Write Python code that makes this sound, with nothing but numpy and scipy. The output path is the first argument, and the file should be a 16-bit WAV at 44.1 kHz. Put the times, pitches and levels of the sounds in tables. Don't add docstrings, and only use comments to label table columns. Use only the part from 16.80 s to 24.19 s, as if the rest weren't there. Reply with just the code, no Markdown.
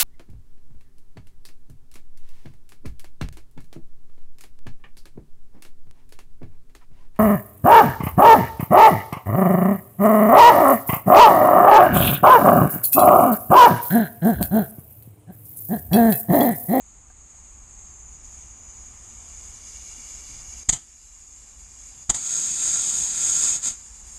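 import sys
import numpy as np
from scipy import signal
from scipy.fft import rfft, irfft, next_fast_len
from scipy.io import wavfile
from scipy.ndimage import uniform_filter1d, map_coordinates

SR = 44100
rng = np.random.default_rng(int(sys.argv[2]) if len(sys.argv) > 2 else 0)


def boost(x):
    u = np.asarray(x, float) / 20
    return 10 ** u


def transcribe(u):
    v = np.clip(np.atleast_2d(u).T, -1, 1)
    q = np.round(v * 32767).astype(np.int16)
    wavfile.write(sys.argv[1], SR, q)


N = 325700


def unit(x):
    return x / np.sqrt(np.mean(x ** 2) + 1e-20)


def curves(rows):
    s, *cols = np.transpose(rows)
    return [np.interp(np.arange(N) / SR, s, c) for c in cols]


def wobble(rate):
    return map_coordinates(rng.standard_normal(int(N * rate / SR) + 4), [np.arange(N) * rate / SR])


def swell(start_s, peak_db, rise_s, t60_s):
    since = np.clip(np.arange(N) / SR - start_s, 0, None)
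    rise = np.sin(np.pi / 2 * np.clip(since / rise_s, 0, 1)) ** 2
    return rise * boost(peak_db - 60 * np.clip(since - rise_s, 0, None) / t60_s)


def rush(spectrum, hollows, patchy_db):
    z = signal.stft(rng.standard_normal(N), nperseg=512)[2]
    patches = uniform_filter1d(uniform_filter1d(rng.standard_normal(z.shape), 5, 0), 12, 1)
    noise = signal.istft(z * boost(patchy_db * unit(patches)), nperseg=512)[1][:N]
    size = next_fast_len(N + 8192)
    hz = np.fft.rfftfreq(size, 1 / SR)
    f, db = np.transpose(spectrum)
    colour_db = np.interp(np.log(hz + 1), np.log(f + 1), db)
    for centre, width, boost_db in hollows:
        colour_db = colour_db + boost_db / (1 + (2 * (hz - centre) / width) ** 2)
    return unit(irfft(rfft(noise, size) * boost(colour_db), size)[:N])


def shop():
    # pitch_hz, level_db
    shop_colour = [(8.8, -35), (15, -7.5), (43, -1.5), (60, -2), (92, -14), (178, -21.5), (226, -21.5),
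                   (436, -29.5), (579, -31), (1170, -27), (1450, -32.5), (2350, -32), (2800, -35.5),
                   (3640, -69), (6160, -120)]
    hums = [(58.5, 14.3, 2.7), (822, 240, 3.9), (1318, 96, 2.5)]  # pitch_hz, width_hz, boost_db
    return boost(-48.0 + 0.39 * wobble(2.83)) * rush(shop_colour, hums, patchy_db=0.3)


def knocks():
    # start_s, level_db, pitch_hz, t60_s (time to
    # fall 60 dB)
    knock_list = [(3.832, -36, 500, 0.0068), (3.833, -41, 1500, .006), (.301, -47, 1600, .04),
                  (.301, -42, 750, 0.033), (.302, -45, 1200, 0.035), (.545, -43, 800, 0.015),
                  (3.18, -45.5, 250, 0.088), (3.491, -50.5, 124, 0.62), (3.49, -54, 282, 0.24)]
    out, t = np.zeros(N + SR), np.arange(SR // 2) / SR
    for start_s, db, hz, t60_s in knock_list:
        scrape = 0.28 * rng.standard_normal(len(t)) * boost(-60 * t / .02)
        ring = np.sin(2 * np.pi * hz * t) + scrape
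        shape = boost(db - 60 * t / t60_s) * (1 - np.exp(-t / 0.0015))
        out[round(start_s * SR):][:len(t)] += shape * ring
    return out[:N]


def arm_ridges(hiss):
    # time_s, closed share (0-1)
    arm_path = [
        (0, 0),
        (.75, .06),
        (1.08, .4),
        (1.42, 1),
        (1.65, 1),
        (1.85, .8),
        (2.2, 1),
    ]
    upper_hz, lower_hz = (8100, 6600), (6600, 5950)
    still_db, sliding_db, width_hz = 5.5, 5, 200
    hz, t, z = signal.stft(hiss, SR, nperseg=512)
    hz = hz[:, None]
    closed = np.interp(t, *np.transpose(arm_path))
    ridge_db = still_db + sliding_db * np.sin(np.pi * closed)
    ridge_db = ridge_db * np.interp(t, [1.7, 2.7], [1, 0])

    def ridge(ends, share):
        centre = ends[0] + (ends[1] - ends[0]) * share
        return ridge_db / (1 + (2 * (hz - centre) / width_hz) ** 2)

    shadow_db = -3.5 * closed * (t < 2.72) / (1 + (2 * (hz - 4250) / 700) ** 4)
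    colour_db = ridge(upper_hz, closed) + ridge(lower_hz, closed ** 2) + shadow_db
    return signal.istft(z * boost(colour_db), SR, nperseg=512)[1][:N]


def leak():
    # time_s, level_db, depth in the bay (0-1)
    nozzle_path = [(0, -48, .06), (1.3, -49.5, .2), (2.2, -46, .35), (2.6, -43, .33), (2.8, -42, .75),
                   (3.1, -41, .8), (3.85, -41.5, 1), (4.0, -39.5, 1), (4.7, -42.5, 1), (5.2, -41.5, 1),
                   (6.95, -39.5, 1), (7.22, -44, 1), (7.39, -37.5, 1)]
    # start_s, jump_db
    spit_list = [(.375, 0), (.495, 2), (.705, 1.5), (.985, 2), (1.315, 2.5), (1.44, 3.5), (1.515, 2.5),
                 (2.315, 0.5)]
    # pitch_hz, level_db
    open_colour = [(1410, -46), (2400, -17.5), (2810, -34), (2940, -20), (3370, -21), (4500, -22),
                   (5880, -30.5), (6140, -4.5), (6940, 4.5), (7570, -6), (8260, -10), (8810, -20),
                   (12200, -34), (13500, -44)]
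    bay_colour = [(880, -25), (1500, -26.5), (2030, -23), (2270, -16), (2530, -29), (2800, -24.5),
                  (4240, -20), (4910, -12.5), (5690, -18), (6590, 1.5), (8290, -15), (11500, -29),
                  (12800, -34), (13500, -51)]
    down_colour = [(880, -50.5), (1500, -22), (2020, -20.5), (2320, -19), (2870, -25.5), (3150, -22.5),
                   (3970, -17.5), (4270, -20.5), (4690, -12), (5690, -16), (6790, 4.5), (9390, -19),
                   (11600, -26), (13700, -45)]
    # pitch_hz, width_hz, boost_db
    hiss_bands = [(2333, 260, 5.5), (2860, 190, 12.5), (3000, 78, -6.5), (3280, 130, -1.5), (3480, 170, 5),
                  (3764, 100, -11), (4090, 180, 4), (4170, 90, -8), (4360, 110, -10.5), (5450, 200, 2.5),
                  (5530, 380, 1.5), (5900, 140, 2), (6070, 120, -4.5), (6105, 210, 5), (7500, 110, 1),
                  (7960, 150, -4), (8670, 200, -6), (9500, 180, 2.5), (10420, 170, -8), (10450, 200, 6.5),
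                  (11400, 360, 4)]
    case_skirts = [(6000, 300, -3), (6410, 250, 3), (7480, 400, 2)]
    t = np.arange(N) / SR
    level_db, depth = curves(nozzle_path)
    depth = np.clip(depth, 0, 1)
    hiss = np.sqrt(1 - depth) * rush(open_colour, [], patchy_db=0.5)
    hiss = hiss + np.sqrt(depth) * rush(bay_colour, hiss_bands, patchy_db=1.05)
    for start_s, jump_db in spit_list:
        since = np.clip(t - start_s, 0, None)
        level_db = level_db + jump_db * np.clip(since / .008, 0, 1) * np.exp(-since / 0.087)
    down = rush(down_colour, hiss_bands + case_skirts, patchy_db=1.5)
    hiss = np.where(t < 3.9, arm_ridges(hiss), down)
    edge = rush([(8000, -37.5), (8500, -5), (8650, 1.0), (8850, -8), (9400, -40)], [], patchy_db=4.5)
    hiss = hiss + boost(np.interp(t, [6.9, 7.1, 7.39], [-22, -13, -12])) * edge
    return boost(level_db + .6 * wobble(11) + .6 * wobble(40)) * hiss


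def pops():
    # start_s, jet_db, rise_s, t60_s, low_roar_db (against the jet)
    pop_list = [
        (3.886, -2.5, 0.0094, 0.05, -15.5),
        (3.917, -12, 0.015, 0.099, -14.5),
        (3.951, -29.5, 0.006, 0.26, -11),
        (5.292, -4.5, .010, 0.04, -12.5),
        (5.312, -25, .004, 0.18, -12),
        (5.336, -16, 0.014, 0.14, -15),
    ]
    # pitch_hz, level_db
    burst_colour = [(1180, -44), (2000, -16.5), (2990, -30.5), (3240, -16.5), (4300, -20), (4850, -14.5),
                    (5480, -25), (6440, -3), (6810, 1), (7750, -4.5), (10400, -31), (12000, -34.5),
                    (13700, -51)]
    low_colour = [(59, -21), (100, 0.5), (544, -17), (870, -11), (1110, -15.5), (1330, -11), (1490, -19.5),
                  (2260, -15), (2420, -30), (3000, -9.5), (3900, -33), (6600, -120)]
    low_hollows = [(870, 150, 3.0), (150, 66, -2.5), (690, 110, 3.5), (1500, 330, 2.5)]
    t = np.arange(N) / SR
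    burst, low, push = np.zeros((3, N))
    for start_s, db, rise_s, t60_s, low_db in pop_list:
        since = np.clip(t - start_s, 0, None)
        burst = np.hypot(burst, swell(start_s, db, rise_s, t60_s))
        low = np.hypot(low, swell(start_s, db + low_db, rise_s, t60_s))
        swing = np.cos(2 * np.pi * 33 * since) * boost(-60 * since / 0.11) * (1 - np.exp(-since / 0.0022))
        push += boost(-7.5 + 1.3 * db) * swing
    sound = burst * rush(burst_colour, [], patchy_db=0.5)
    sound = sound + low * rush(low_colour, low_hollows, patchy_db=2.5)
    return sound, push


def blast():
    # time_s, jet_db
    trigger_path = [(5.4, -32.5), (5.51, -26), (5.76, -27.5), (5.82, -24.5), (6.2, -26), (6.33, -29.5),
                    (6.44, -25), (6.65, -23.5), (6.762, -27.5)]
    # time_s, dip_db
    flutter_list = [(5.92, -1.5), (6.118, -2.5), (6.276, -1.5)]
    # pitch_hz, level_db
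    jet_colour = [(1410, -52.5), (2400, -25), (2790, -27.5), (3680, -20), (4340, -23.5), (4730, -18.5),
                  (5550, -25), (6510, -3.5), (6790, 0), (8440, -10), (10300, -28), (12200, -32.5),
                  (12800, -35), (13500, -87)]
    roar_colour = [(59, -31), (100, 1.5), (309, -3.5), (414, -9.5), (609, -7), (1150, -6), (1360, -4.5),
                   (2760, -6.5), (4000, -8), (5200, -29), (8800, -120)]
    # pitch_hz, width_hz, boost_db
    jet_bands = [(894, 92, 2.5), (1381, 36, 9.5), (1970, 130, -1.5), (2580, 54, 6), (2770, 140, -8.5),
                 (3650, 490, 2.5), (4470, 150, -3.5), (4566, 160, 7.5), (5070, 220, 7.5),
                 (5400, 220, 4.5), (6560, 63, 6), (6655, 170, 5.5), (7250, 150, -1.5), (7460, 79, 7.5),
                 (7900, 130, 1.5), (8000, 150, 0.5), (8230, 150, 2.5), (8500, 120, 0), (9980, 100, -3),
                 (10860, 260, -8)]
    t = np.arange(N) / SR
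    shut_s, shut_t60_s = trigger_path[-1][0], .15
    jet_db = curves(trigger_path)[0] - 60 * np.clip(t - shut_s, 0, None) / shut_t60_s
    for time_s, dip_db in flutter_list:
        jet_db = jet_db + dip_db * np.exp(-((t - time_s) / 0.01) ** 2)
    opening = np.interp(t, (5.34, 5.37), [0, 1])
    last_puff = swell(start_s=6.79, peak_db=-26.5, rise_s=0.09, t60_s=0.19)
    jet = np.hypot(opening * boost(jet_db), last_puff)
    sound = jet * boost(8.5) * rush(jet_colour, jet_bands, patchy_db=0.24)
    return sound + jet ** .67 * boost(-29.5 + 8.5) * rush(roar_colour, jet_bands, patchy_db=1.5)


def gun():
    pop_sound, push = pops()
    eddies = boost(.5 * wobble(14) + 0.63 * wobble(150) + 0.56 * wobble(600))
    return eddies * (blast() + pop_sound) + push


def scene():
    return (shop() + knocks() + leak() + gun())[None]


def gain_control():
    # start_s, gain_db, hold_s, recovery_s
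    duck_list = [
        (0, -5.5, 0, 0.98),
        (3.834, -8.5, 0.36, 0.86),
        (5.243, -7.5, 0.15, 2.55),
        (6.9, -4, 0, 0.42),
    ]
    full_db = .5
    t, gain_db = np.arange(N) / SR, np.zeros(N)
    for start_s, db, hold_s, recovery_s in duck_list:
        since = np.clip(t - start_s - hold_s, 0, None)
        back = full_db + (db - full_db) * np.exp(-since / recovery_s)
        gain_db = np.where(t >= start_s, back, gain_db)
    return boost(uniform_filter1d(gain_db, size=8))


def camera_rounding(x, size=1880):
    # pitch_hz, level_db (nearby sound over step size)
    coarse_steps = [(100, 12), (1800, 5), (2600, -2), (3900, -3), (4400, -2), (5000, 0), (6000, 5),
                    (9700, 3), (9950, -8), (12400, -8), (12650, -11), (13200, -12), (13900, -18)]
    n, k = np.arange(2 * size), np.arange(size * 2 // 3)
    window = np.sin(np.pi * (n + .5) / (2 * size))
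    cosines = np.cos(np.pi / size * np.outer(k + .5, n + .5 + size / 2))
    basis = np.sqrt(2 / size) * window * cosines
    padded = np.pad(x, (size, 2 * size - N % size))
    frames = np.lib.stride_tricks.sliding_window_view(padded, 2 * size)[::size]
    lines = frames @ basis.T
    f, db = np.transpose(coarse_steps)
    near = np.sqrt(np.abs(uniform_filter1d(lines ** 2, size=60, axis=1)) + 1e-20)
    spare_db = 1.5 * rng.standard_normal((len(lines), 1))
    step = near * boost(-np.interp((k + .5) * SR / 2 / size, f, db) - spare_db)
    rounded = np.sign(lines) * step * np.floor(np.abs(lines) / step + .4)
    calm = np.abs(frames).max(1) < 11 * np.median(np.abs(frames), 1) + 1e-9
    pieces = np.where(calm[:, None], rounded, lines) @ basis
    return (pieces[1:, :size] + pieces[:-1, size:]).ravel()[:N]


def band_limit(x):
    return signal.sosfilt(signal.butter(12, 13880, fs=SR, output="sos"), x)


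def record(dry):
    x = dry[0] * gain_control()
    x = x / (1 + np.abs(x / .85) ** 4) ** .25
    mix = camera_rounding(x)[None]
    return band_limit(mix)


dry = scene()
out = record(dry)
transcribe(out)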